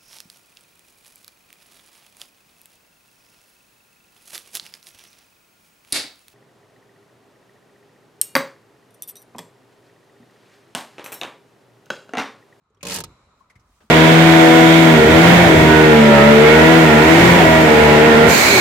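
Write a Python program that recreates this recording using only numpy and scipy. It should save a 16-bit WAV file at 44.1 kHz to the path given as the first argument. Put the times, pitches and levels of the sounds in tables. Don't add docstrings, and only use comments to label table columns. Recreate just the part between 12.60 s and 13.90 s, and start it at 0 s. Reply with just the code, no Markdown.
import sys
import numpy as np
from scipy import signal
from scipy.io import wavfile
from scipy.ndimage import uniform_filter1d

SR = 44100
rng = np.random.default_rng(int(sys.argv[2]) if len(sys.argv) > 2 else 0)


def makeup_ratio(level_db):
    decades = np.asarray(level_db, float) / 20
    return 10 ** decades


def store_wav(level_fs):
    pcm = np.round(np.clip(np.atleast_2d(level_fs), -1, 1) * 32767)
    wavfile.write(sys.argv[1], SR, pcm.T.astype(np.int16))


N = 57330
SIDES = np.array([[1], [-1]])

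# f/Hz, left-right likeness
FAR_LIKENESS = [(60, 1.0), (180, 0.87), (550, 0.82), (1650, 0.51), (4970, -0.62), (15000, -0.27)]


def rms_one(x):
    return x / np.sqrt(np.mean(x ** 2) + 1e-20)


def in_time(rows):
    return makeup_ratio(np.interp(np.arange(N) / SR, *np.transpose(rows)))


def at_hz(points, hz):
    table_hz, values = np.transpose(points)
    return np.interp(np.log(hz), np.log(table_hz), values)


def drift(rate):
    knots = rng.standard_normal(200)
    return np.interp(np.arange(N) / SR * rate, np.arange(200), knots)


def filtered(x, order, hz, kind):
    return signal.sosfilt(signal.butter(order, hz, kind, fs=SR, output="sos"), x)


def dull(x):
    return filtered(x, 8, 12600, "low")


def ring(clicks, hz, t60):
    radius = makeup_ratio(-60 / (t60 * SR))
    w = 2 * np.pi * hz / SR
    return signal.lfilter([0, np.sin(w)], [1, -2 * radius * np.cos(w), radius * radius], clicks + 1e-18)


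def envelope(s, rise, hold, t60):
    out, first = np.zeros(N), int(s * SR)
    t = np.arange(min(N - first, int((rise + hold + 2 * t60) * SR))) / SR
    release = makeup_ratio(-60 * np.clip(t - rise - hold, 0, 1) / t60)
    out[first:first + len(t)] = np.clip(t / rise, 0, 1) * release
    return out


def grains(per_s, spread_db):
    sizes = makeup_ratio(spread_db * np.minimum(rng.exponential(1, (4, N)), 4))
    sizes = sizes * rng.choice([-1, 1], (4, N))
    return rms_one(sizes * (rng.random((4, N)) < per_s / SR))


def stereo(mid, side, likeness, hz):
    alike = np.clip(at_hz(likeness, hz), 0, 1)
    return np.sqrt(1 + alike) * mid + np.sqrt(1 - alike) * side * SIDES


def banded(source, spectrum, likeness, shape):
    # f/Hz, left-right level/dB
    balance = [(60, 0.5), (150, 0.5), (380, -0.5), (950, -4.5), (2380, 1.5), (5980, -4), (15000, 1.5)]
    out, edges = 0, 26.5 * 2 ** np.arange(0, 9.6, .5)
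    for k, (low, high) in enumerate(zip(edges, edges[1:])):
        hz = np.sqrt(low * high)
        mid, side = filtered(source[k % 2::2] * shape(hz) + 1e-18, 2, [low, high], "band")
        gain = makeup_ratio(at_hz(spectrum, hz)) * makeup_ratio(at_hz(balance, hz) / 2 * SIDES)
        out = out + gain * stereo(mid, side, likeness, hz)
    return out


def background():
    # f/Hz, level/dB per Hz
    hush_colour = [(15, -36), (25, 10.5), (202, -2), (742, -7), (1280, -21.5), (1920, -10), (3880, -22),
                   (11800, -42), (16400, -44.5)]
    # t/s, level/dB
    fade = [
        (0, -7.5),
        (.15, 0),
        (.5, 8.5),
        (1.3, 2.5),
    ]
    hush_db, whir_db, whir_hz = -72, -72, (897, 1387)
    hush = banded(rng.standard_normal((4, N)), hush_colour, FAR_LIKENESS, lambda hz: makeup_ratio(2 * drift(5)))
    mid, side = filtered(rng.standard_normal((2, N)), 3, whir_hz, "band")
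    whir = rms_one(mid + .5 * side * SIDES) * makeup_ratio(1.7 * drift(31.4))
    return in_time(fade) * (makeup_ratio(hush_db) * rms_one(dull(hush)) + makeup_ratio(whir_db) * whir)


def thuds():
    # t/s, peak level/dB, f/Hz, t60/s
    bumps = [(.018, -63, 183, 0.032), (0.104, -58.5, 450, 0.072), (.172, -58.5, 402, 0.056),
             (0.957, -44.5, 123.5, 0.053), (0.964, -50, 66, 0.061), (.96, -57.5, 265, 0.02),
             (1.091, -54.5, 49.5, 0.37), (1.095, -59, 237, 0.034), (1.238, -51.5, 222, 0.12)]
    t, out = np.arange(N) / SR, 0
    for s, db, hz, t60 in bumps:
        swing = np.sin(2 * np.pi * hz * (t - s) + drift(40))
        out = out + makeup_ratio(db) * envelope(s, .5 / hz, 0, t60) * swing
    return out


def rumble():
    # t/s, level/dB
    shifting = [(0, -86.5), (.19, -63.5), (.47, -49), (.56, -62), (.75, -68), (.93, -92), (.975, -57),
                (1.04, -64), (1.11, -62.5), (1.17, -77.5), (1.23, -64), (1.3, -67)]
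    # f/Hz, level/dB per Hz
    seat_colour = [(30, -12), (55, 7), (100, 6.5), (200, -2.5), (500, -16), (1000, -44)]
    lumps = banded(grains(800, 3.0), seat_colour, FAR_LIKENESS, lambda hz: makeup_ratio(2 * drift(9.4)))
    return in_time(shifting) * rms_one(lumps)


def ticks():
    # t/s, level/dB, centre f/Hz, length/s, share of broad crackle
    scuffs = [(0.099, -83.5, 6500, 0.011, 0.78), (.146, -73.5, 5700, 0.0063, 0.92),
              (0.17, -74, 3280, 0.0096, 0.52), (0.207, -54.5, 2540, 0.013, 0.14),
              (0.21, -64.5, 6530, 0.0042, 0.27), (0.805, -53.5, 1083, 0.0091, 0.06),
              (.898, -56.5, 2060, 0.018, 0.52), (0.954, -58, 2110, 0.016, 0.43),
              (0.995, -72, 5500, 0.02, 0.75), (0.999, -77.5, 11100, 0.0076, 0.081),
              (0.797, -80, 10500, .015, 0.12), (1.2038, -59, 1560, 0.024, 0.043),
              (1.205, -66.5, 2740, 0.036, 0.04), (1.208, -61.5, 756, 0.032, 0.036)]
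    tail_t60_s, sharpness, crackle_hz = .05, 30, [900, 6600]
    raw = grains(9000, 1.7)[:2]
    raw = raw + 0.17 * raw[::-1]
    crackle = rms_one(dull(filtered(raw, 1, crackle_hz, "band")))
    out = 0
    for s, db, hz, length, broad in scuffs:
        t60 = sharpness / hz * (0.013 / length) ** 2
        shape = envelope(s, 0.00095, length / 2, tail_t60_s * length / .012)
        tone = ring(raw * shape, hz, t60) / ring(raw, hz, t60).std()
        out = out + makeup_ratio(db) * (tone + broad * crackle * shape)
    return out


def ratchet():
    # t/s, peak level/dB, push into the console/dB, brightness/(dB per octave)
    teeth = [(0.2285, -25.5, 5, 0), (0.2505, -26.5, 7, -0.5), (0.2673, -24, 4.5, 2), (0.2823, -23.5, 1, 1),
             (0.2962, -24, 3, 1), (0.3069, -25, 0.5, 1.5), (0.3177, -22, 1.5, -0.5), (0.3292, -26, -8, 4),
             (0.3406, -23.5, -13, 6.5), (0.3494, -26, 6.5, -0.5), (0.3592, -24.5, 2.5, 5),
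             (0.3707, -28.5, -0.5, -1.5), (0.3841, -26, 6.5, 4.5), (0.4023, -25.5, 4, 4.5),
             (0.4373, -28, -3, 3.5)]
    # f/Hz, level/dB per Hz
    chatter_colour = [(150, -26), (250, -11.5), (599, -10.5), (666, -5), (928, -8.5), (1130, -5),
                      (7190, -4.5), (14000, -14), (16400, -43)]
    # f/Hz, t60/s
    chatter_t60 = [(300, 0.27), (1000, 0.023), (3000, 0.071), (7000, 0.03), (14000, 0.01)]
    # f/Hz, level/dB, t60/s, change over the stroke/dB
    metal = [(1290, -5, 0.034, 21.5), (1682, -6.5, 0.043, 19.5), (2526, -6, 0.053, -10.5),
             (2856, -3, 0.034, -5), (4260, -4, 0.024, 1.5), (4635, -2.5, .025, 11), (5050, -6, 0.034, 4),
             (5980, -6.5, 0.047, 1), (6870, 2.5, .015, -4.5), (8160, -17.5, 0.012, 2)]
    # f/Hz, level/dB, t60/s, left-right/dB, change over the stroke/dB
    body = [(56.6, -25.5, 0.35, 6.5, 4), (89.7, -4.5, .17, 0, 6.5), (152.7, 0.5, 0.16, -1.5, 0),
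            (185.5, 3.5, 0.13, 1.5, 1), (272.8, -7, 0.16, 5, -2), (346.5, -6, 0.087, -2.5, 21),
            (438.7, -5, 0.12, -0.5, 4), (467, -2, 0.14, -1.5, -7.5), (562.2, 3.5, 0.088, -1, -5.5),
            (608, -4.5, .07, -1, -11), (914.5, 2, 0.13, -10, 8), (1046, -5, 0.12, -14, -12)]
    # f/Hz, left-right likeness
    near_likeness = [(60, 0.87), (180, 0.87), (550, 0.85), (1650, 0.72), (4970, -0.91), (15000, -1.2)]
    rise_s, hold_s = 0.00091, 0.0066
    chatter_db, metal_db, body_db, drag_db = -9, -17.5, -19, -32.5
    stroke_mid_s, stroke_s = .33, .21

    def burst(hz):
        gain = makeup_ratio(drag_db) * envelope(0.275, rise=0.076, hold=0.025, t60=0.078)
        octaves = np.log2(max(hz, 2000) / 4000)
        for at, db, _, bright_db in teeth:
            gain = gain + makeup_ratio(db + bright_db * octaves) * envelope(at, rise_s, hold_s, at_hz(chatter_t60, hz))
        return gain

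    chatter = grains(5000, 2.5)
    out = makeup_ratio(chatter_db + 6) * banded(chatter, chatter_colour, near_likeness, burst)
    luck = rng.standard_normal((len(teeth), 40)) * 2
    s, peak_db, push_db, _ = np.transpose(teeth)
    angle = (s - stroke_mid_s) / stroke_s
    for k, (hz, db, t60, turn_db) in enumerate(metal):
        gains = makeup_ratio(peak_db + turn_db * angle + luck[:, k])
        strike = sum(g * envelope(at, rise_s, 0.0012, 0.0059) for at, g in zip(s, gains))
        rough = (rng.standard_normal((2, N)) + chatter[0]) * strike
        out = out + makeup_ratio(metal_db + db - 12.5) * ring(rough, hz, t60)
    for k, (hz, db, t60, pan_db, turn_db) in enumerate(body):
        clicks = np.zeros(N)
        clicks[((s + .0015) * SR).astype(int)] = makeup_ratio(peak_db + push_db + turn_db * angle + luck[:, 20 + k])
        push = uniform_filter1d(clicks, size=20) * np.sign(luck[0, k])
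        out = out + makeup_ratio(body_db + db + pan_db / 2 * SIDES) * ring(push, hz, t60)
    return out


def palm():
    # t/s, level/dB
    slide = [(0, -83.5), (.42, -75), (.455, -57), (.56, -61.5), (.68, -64.5), (.8, -69), (.88, -74),
             (1.3, -81)]
    # f/Hz, width/Hz, level/dB
    grip = [(286, 860, 6), (1300, 690, 1.5), (2350, 250, -3), (3940, 210, 2), (5500, 900, -3.5),
            (7160, 330, -5), (10500, 9000, -17.5)]
    raw, out = grains(9400, 2.1), 0
    for k, (hz, width, db) in enumerate(grip):
        mid, side = raw[k % 2::2]
        pair = stereo(mid, side, FAR_LIKENESS, hz)
        out = out + makeup_ratio(db + drift(25)) * rms_one(ring(pair, hz, 1.42 / width))
    return in_time(slide) * rms_one(dull(out))


def sleeve():
    # t/s, level/dB
    rustle = [(0, -115), (.68, -100), (.8, -73.5), (.86, -83), (.98, -83.5), (1.13, -69), (1.18, -69.5),
              (1.27, -69), (1.3, -73)]
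    # f/Hz, level/dB per Hz
    cloth_colour = [(1500, 4), (4000, 4), (7500, 4), (12000, -4), (16000, -3)]
    colour = [(700, -45)] + cloth_colour
    cloth = banded(grains(8000, 1.9), colour, FAR_LIKENESS, lambda hz: makeup_ratio(1.7 * drift(30)))
    return in_time(rustle) * rms_one(cloth)


def scene():
    return background() + thuds() + rumble() + ticks() + ratchet() + palm() + sleeve()


def top_cut(x):
    return signal.sosfilt(signal.butter(12, 16500, fs=SR, output="sos"), x)


def record(dry):
    side = filtered((dry[0] - dry[1]) / 2, 2, 350, "high")
    x = filtered(dry.mean(axis=0) + side * SIDES, 3, 42, "high")
    x = signal.sosfilt(signal.ellip(10, .5, 70, 16250, fs=SR, output="sos"), x)
    return top_cut(x)


dry = scene()
out = record(dry)
store_wav(out)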